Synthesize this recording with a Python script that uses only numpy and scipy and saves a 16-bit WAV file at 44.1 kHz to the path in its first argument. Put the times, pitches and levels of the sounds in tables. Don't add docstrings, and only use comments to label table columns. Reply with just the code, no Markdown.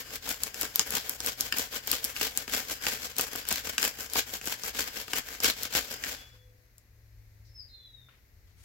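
import sys
import numpy as np
from scipy import signal
from scipy.fft import rfft, irfft, next_fast_len
from scipy.io import wavfile
from scipy.ndimage import uniform_filter1d

SR = 44100
rng = np.random.default_rng(int(sys.argv[2]) if len(sys.argv) > 2 else 0)


def volts_from_decibels(level):
    exponent = np.asarray(level, float) / 20
    return 10 ** exponent


def wrap_up_sound(samples):
    columns = np.atleast_2d(samples).T
    tamed = np.clip(columns, -1, 1)
    steps = np.round(tamed * 32767).astype(np.int16)
    wavfile.write(sys.argv[1], SR, steps)


N = 381024
ALIKE_HZ = 790


def level(x, db):
    return x * volts_from_decibels(db) / np.sqrt(np.mean(x ** 2))


def shape(x, gain):
    size = next_fast_len(N)
    hz = np.arange(size // 2 + 1) * SR / size + 1e-3
    return irfft(rfft(x, size) * gain(hz), size)[..., :N]


def colour(points):
    hz, db = np.transpose(points)
    return lambda f: volts_from_decibels(np.interp(np.log(f), np.log(hz), db))


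def band(x, lo_hz, hi_hz, order=2):
    edges_hz = [lo_hz, min(hi_hz, 0.45 * SR)]
    return signal.sosfilt(signal.butter(order, edges_hz, "bandpass", fs=SR, output="sos"), x)


def curves(table):
    s, *columns = np.transpose(table)
    return [np.interp(np.arange(N) / SR, s, c) for c in columns]


def walk(rate):
    k = int(SR / rate)
    held = np.repeat(rng.standard_normal(N // k + 1), k)
    return 1.63 * uniform_filter1d(uniform_filter1d(held, k), k)[:N]


def ports(alike_hz):
    mid, side = rng.standard_normal((2, N))
    side = band(side, alike_hz, SR)
    return (mid + side * np.array([[1], [-1]])) / np.sqrt(2)


def fade(x, ms):
    return signal.lfilter([1], [1, -np.exp(-1000 / (ms * SR))], x)


def grit(rate, scatter_db, ms):
    size_db = scatter_db * np.minimum(rng.exponential(size=N), 2.8)
    starts = (rng.random(N) < rate / SR) * volts_from_decibels(size_db)
    return level(fade(starts, ms), 0)


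def patio(x, t60, db):
    t = np.arange(SR // 4) / SR
    tail = band(rng.standard_normal((2, len(t))), 800, 8000) * np.exp(-np.log(1000) * t / t60)
    tail *= volts_from_decibels(db) / np.sqrt(np.sum(tail ** 2, axis=1, keepdims=True))
    return x + signal.oaconvolve(x, tail, axes=1)[:, :N]


# (frequency [Hz], relative level per Hz [dB])
RASP_TONE = [(100, -33.5), (160, -9), (265, 0.5), (380, -10), (450, 2.5), (650, -6), (1250, -6.5),
             (1600, 0), (2100, -1.5), (5500, -0.5), (7500, -1), (8900, -14), (12000, -4.5), (16000, -6)]


def drill():
    rasp_db, thud_db, cord_db = bowing()
    bite = np.clip((rasp_db + 55) / 14, 0, 1)
    grain = volts_from_decibels(2.04 * walk(45)) * (0.52 + 0.56 * bite * grit(rate=250, scatter_db=2.5, ms=1.66))
    wood, other = (shape(ports(ALIKE_HZ) * grain, colour(RASP_TONE)) for _ in range(2))
    thud = level(band(other, 100, 945), 2.58) * volts_from_decibels(thud_db - 0.043 * (rasp_db + 38.5))
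    shift = sum(band(wood, lo, hi, order=1) * 0.18 * walk(16) for lo, hi in [(1400, 2300), (3000, 5000)])
    rasp = level(band(wood + shift, 810, 6500), 1.32)
    creep = 1.7 + 0.19 * bite * grit(rate=150, scatter_db=10.5, ms=0.6)
    cord = level(band(other * creep, 8900, SR), 6.15) * volts_from_decibels(cord_db + 0.014 * (rasp_db + 37))
    slab = level(band(rng.standard_normal(N), 57, 78), -17)
    modes = level(ring(ports(ALIKE_HZ)), -18.5) * volts_from_decibels(4.4 * walk(14))
    body = level(band(other, 390, 2500), -12.5)
    hum = (modes + body) * volts_from_decibels(-0.65 * np.maximum(rasp_db + 38.5, -20))
    return (thud + rasp + cord + slab + hum) * volts_from_decibels(rasp_db)


# (time of the turn [s], time when fastest [s], relative rasp level when fastest [dB])
BOW_STROKES = [(0.041, 0.159, -46), (0.203, 0.311, -36), (0.386, 0.47, -45.5), (0.53, 0.622, -38.5),
               (0.736, 0.824, -40), (0.842, 0.973, -39), (1.038, 1.161, -44.5), (1.174, 1.285, -38),
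               (1.368, 1.448, -41.5), (1.504, 1.597, -37), (1.704, 1.76, -43), (1.819, 1.928, -36.5),
               (2.015, 2.079, -39.5), (2.139, 2.225, -34), (2.334, 2.4, -41), (2.47, 2.552, -36),
               (2.668, 2.727, -38), (2.8, 2.883, -32.5), (2.982, 3.066, -43), (3.151, 3.225, -33.5),
               (3.307, 3.387, -40.5), (3.455, 3.529, -33), (3.637, 3.696, -41), (3.772, 3.846, -35),
               (3.945, 4.026, -40.5), (4.09, 4.192, -34.5), (4.25, 4.371, -41.5), (4.409, 4.499, -35.5),
               (4.572, 4.682, -42), (4.726, 4.808, -35.5), (4.897, 4.996, -41), (5.058, 5.168, -36.5),
               (5.233, 5.301, -40.5), (5.401, 5.466, -31), (5.546, 5.659, -43), (5.692, 5.769, -33.5),
               (5.901, 5.918, -40.5), (6.016, 6.091, -35.5)]
# (time [s], relative rasp level [dB])
OPENING = (0.011, -42.5)
# (time [s], relative rasp level [dB])
RUN_DOWN = [(6.14, -45), (6.24, -58.5), (6.36, -63), (6.55, -108)]
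# (time [s], board thud against rasp [dB], cord hiss against rasp [dB])
BALANCE = [(0.3, -8.5, -3.5), (2.0, -9.5, -3.5), (3.0, -10, -5), (4.5, -10, -4), (6.0, -10, -6)]


def bowing():
    turn_s, top_s, top_db = np.transpose(BOW_STROKES)
    ending_db = np.append(OPENING[1], top_db[:-1])
    turn_db = -53 + 0.55 * (ending_db + 37)
    knee_s = turn_s + 0.18 * (top_s - turn_s)
    knee_db = turn_db + 0.36 * (top_db - turn_db)
    times = np.ravel([turn_s, knee_s, top_s], "F")
    levels = np.ravel([turn_db, knee_db, top_db], "F")
    rows = np.transpose([times, levels])
    return curves(np.vstack([[OPENING], rows, RUN_DOWN])) + curves(BALANCE)


# (frequency [Hz], relative level [dB], time to fall by 60 dB [s])
WOOD_MODES = [(310, -6, 0.01), (445, -5.5, 0.22), (504, -9, .07), (1658, -2.5, 0.0099), (1914, -3, 0.014),
              (2910, -2.5, .007), (4960, 7, 0.024)]


def ring(x):
    t = np.arange(SR // 10) / SR
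    modes = sum(volts_from_decibels(db) * np.sin(2 * np.pi * hz * t) * np.exp(-np.log(1000) * t / t60) / t60
                for hz, db, t60 in WOOD_MODES)
    return signal.oaconvolve(x, modes[None] / np.sqrt(np.sum(modes ** 2)), axes=1)[:, :N]


# (time [s], blow [dB], crack [dB], thud [dB])
BOW_KNOCKS = [(0.106, -35, -37.5, -54), (.2743, -34, -36, -42), (.5441, -32, -30.5, -53),
              (.631, -23.5, -25, -36), (0.7946, -16.5, -13, -33), (0.9371, -24.5, -31.5, -36.5),
              (0.9697, -26, -25.5, -37.5), (1.204, -37.5, -24, -41.5), (1.5243, -14.5, -21.5, -44),
              (1.54, -30, -40.5, -44), (1.573, -25.5, -31, -42), (1.7392, -43, -46, -44),
              (1.9295, -21.5, -23.5, -34.5), (2.164, -23, -33, -54), (2.2118, -15.5, -25, -35),
              (2.479, -28, -33.5, -42), (2.5411, -22, -26.5, -38), (2.6984, -28, -36.5, -46),
              (2.867, -14.5, -20, -32), (3.166, -39.5, -30, -48), (3.1951, -18.5, -24.5, -33),
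              (3.3535, -33, -36.5, -40), (3.4529, -33.5, -35.5, -56), (3.5129, -18, -21.5, -32.5),
              (3.6719, -31, -35, -44), (3.781, -13, -16.5, -41.5), (3.797, -30, -28.5, -47),
              (3.8286, -18, -17, -35.5), (3.8463, -22.5, -23.5, -42), (3.9893, -38, -44, -48),
              (4.0991, -45, -34.5, -58), (4.157, -19, -37.5, -29.5), (4.3531, -31, -33.5, -46),
              (4.4136, -31.5, -34.5, -56), (4.4731, -21, -24.5, -40), (4.6355, -41, -28.5, -43.5),
              (4.7481, -33, -36, -46.5), (4.7911, -19, -25, -38), (4.9678, -30, -41, -50),
              (5.081, -32.5, -38.5, -48), (5.1338, -16.5, -21.5, -34.5), (5.403, -38, -24.5, -44),
              (5.445, -14, -13.5, -32.5), (5.737, -42.5, -30, -46), (5.7512, -14.5, -19, -33.5),
              (6.038, -18.5, -28, -46), (6.0666, -25.5, -37, -47)]
# (time [s], relative snap level [dB])
CORD_SNAPS = [(0.1582, -23), (0.2909, -15.5), (0.4351, -13), (0.6121, -13.5), (0.7581, -10.5),
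              (0.9063, -20), (.953, -14), (1.0951, -16), (1.2627, -15.5), (1.408, -10), (1.585, -13.5),
              (1.8737, -19), (1.9153, -10.5), (2.0428, -13), (2.0487, -18), (2.3746, -13), (3.184, -13),
              (3.2109, -14), (3.3592, -21.5), (3.488, -16), (3.526, -14), (3.821, -20.5), (4.1352, -17.5),
              (4.4566, -25), (5.436, -15.5), (5.6327, -16), (6.7818, -41.5)]


def knocks():
    rows = [(s, blow, crack, crack - 4, thud) for s, blow, crack, thud in BOW_KNOCKS]
    rows += [(s, db - 25.5, db - 10, db, db - 33.5) for s, db in CORD_SNAPS]
    s, *parts_db = np.transpose(rows)
    at = np.zeros((4, N))
    at[:, (s * SR).astype(int)] = volts_from_decibels(np.array(parts_db))
    blow_at, crack_at, snap_at, thud_at = at
    noise = ports(1700)
    blow = 3.66 * blow_at + 0.68 * noise * (fade(blow_at, 2.3) + 0.093 * fade(blow_at, 22))
    thud = 3.7 * thud_at + 1.9 * noise * fade(thud_at, 5.9)
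    crack = 3.4 * crack_at + noise * (0.64 * fade(crack_at, 0.96) + 0.081 * fade(crack_at, 9.4))
    snap = 1.3 * snap_at + noise * (0.84 * fade(snap_at, 0.65) + 0.072 * fade(snap_at, 9))
    wood = volts_from_decibels(2) * band(1.43 * blow + 0.72 * ring(blow), 1400, 4500, order=3)
    wood = wood + volts_from_decibels(7) * band(thud + 0.79 * ring(thud), 180, 1700)
    return wood + volts_from_decibels(10.5) * band(crack, 3670, 7500, order=3) + volts_from_decibels(7) * band(snap, 11000, 15000)


# (start time [s], rise [s], fall to 1/e
# [s], relative level [dB], lowest frequency [Hz], highest [Hz])
FAINT_RUSTLES = [(7.448, .004, 0.04, -60.5, 4030, 5900), (8.087, .003, 0.073, -63.5, 1010, 3010),
                 (8.42, 0.059, 0.14, -73.5, 1000, 5520), (8.55, .07, .1, -62.5, 887, 12000)]


def rustles():
    t, out = np.arange(N) / SR, 0
    noise = ports(1200) * volts_from_decibels(2.5 * walk(80))
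    for s, rise, fall, db, lo_hz, hi_hz in FAINT_RUSTLES:
        swell = np.clip((t - s) / rise, 0, 1) * np.exp(-np.maximum(t - s - rise, 0) / fall)
        out = out + level(band(noise, lo_hz, hi_hz), db) * swell
    return out


# (time [s], relative level [dB], pitch [Hz], time to fall by 60 dB [s])
SOFT_TAP = (8.0865, -49, 1400, .012)


def tap():
    s, db, hz, t60 = SOFT_TAP
    t = np.arange(N) / SR - s
    one = lambda t: (t > 0) * np.sin(2 * np.pi * hz * t) * np.exp(-np.log(1000) * np.abs(t) / t60)
    return volts_from_decibels(db) * (one(t) + 0.6 * one(t - 0.0065))


def whistle(table, wobble, waver_db):
    hz, db = curves(table)
    t = np.arange(N) / SR
    on = uniform_filter1d(1. * (t > table[0][0]) * (t < table[-1][0]), 600)
    span = on > 0
    waver = walk(50)[span]
    phase = 2 * np.pi * np.cumsum(hz[span] * (1 + wobble * waver)) / SR
    out = np.zeros(N)
    out[span] = np.sqrt(2) * volts_from_decibels(db[span] + waver_db * waver) * on[span] * np.sin(phase)
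    return out


# (time [s], pitch [Hz], relative level [dB])
BIRD_NOTES = [
    [(7.49, 5370, -67.5), (7.56, 5280, -56.5), (7.6, 5010, -48), (7.625, 4660, -59), (7.67, 4650, -74)],
    [(7.69, 4210, -60), (7.87, 3947, -62), (8.06, 3565, -67), (8.1, 3660, -75)],
    [(7.69, 3860, -66.5), (7.78, 3557, -67.5), (7.88, 3400, -71)],
]


def bird():
    return sum(whistle(note, 0.0061, 3.8) for note in BIRD_NOTES) * volts_from_decibels(np.array([[1.5], [-1.5]]))


# (time [s], pitch [Hz], relative level [dB])
FAR_TONES = [
    [(3.28, 3410, -68), (3.4, 3410, -63), (3.52, 3410, -65)],
    [(6.14, 3405, -63), (6.37, 3420, -72), (6.49, 3400, -84)],
    [(6.33, 505, -69), (6.52, 502, -72), (6.66, 497, -82)],
]


def far_tones():
    return sum(whistle(note, 0.002, 1.2) for note in FAR_TONES)


# (time [s], engine pitch [Hz], relative engine level [dB], relative rumble level [dB])
FAR_TRAFFIC = [(5.9, 119.1, -67, -62.5), (6.48, 109.7, -62.5, -61), (6.69, 116, -69.5, -69),
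               (7.15, 106.9, -56, -59.5), (7.71, 104, -62.5, -62), (8.14, 119.5, -72.5, -68),
               (8.36, 92.6, -67.5, -59.5), (8.64, 97, -62.5, -56.5)]


def traffic():
    hz, engine_db, rumble_db = curves(FAR_TRAFFIC)
    phase = 2 * np.pi * np.cumsum(hz * (1 + 0.025 * walk(9))) / SR
    engine = np.sqrt(2) * volts_from_decibels(engine_db + 2.3 * walk(10)) * np.sin(phase)
    rumble = level(band(ports(150), 33, 86, order=3), 2) * volts_from_decibels(rumble_db)
    return engine + rumble


# (frequency [Hz], relative level per Hz [dB])
AIR_TONE = [(90, -21), (150, 4), (300, -1), (500, -2), (800, -10), (1300, -12), (2000, -3), (3200, -16),
            (4200, -10.5), (6500, -13.5), (9000, -24.5), (12500, -10.5), (16000, -15.5)]


def open_air():
    return level(shape(ports(700), colour(AIR_TONE)), -67.5) * volts_from_decibels(0.4 * walk(3))


def garden():
    return patio(bird() + far_tones(), 0.31, -1.5) + tap() + rustles() + traffic() + open_air()


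def scene():
    kit = patio(drill() + knocks(), 0.16, -11)
    kit[1] = np.roll(kit[1], 2)
    return kit + garden()


def low_pass(x):
    return signal.sosfilt(signal.butter(12, 16990, fs=SR, output="sos"), x)


# (frequency [Hz], left minus right [dB])
LEFT_OVER_RIGHT = [(60, 2), (300, 4.5), (1300, 4.5), (4000, 1.5), (8000, 9.5), (15000, 3.5)]


def record(dry):
    left = colour(LEFT_OVER_RIGHT)

    def gain(f):
        top_cut = np.where(f > 15900, volts_from_decibels(-35.5), 1)
        return np.array([left(f) ** 0.5, left(f) ** -0.5]) * top_cut

    mix = shape(dry, gain)
    return low_pass(mix)


dry = scene()
out = record(dry)
wrap_up_sound(out)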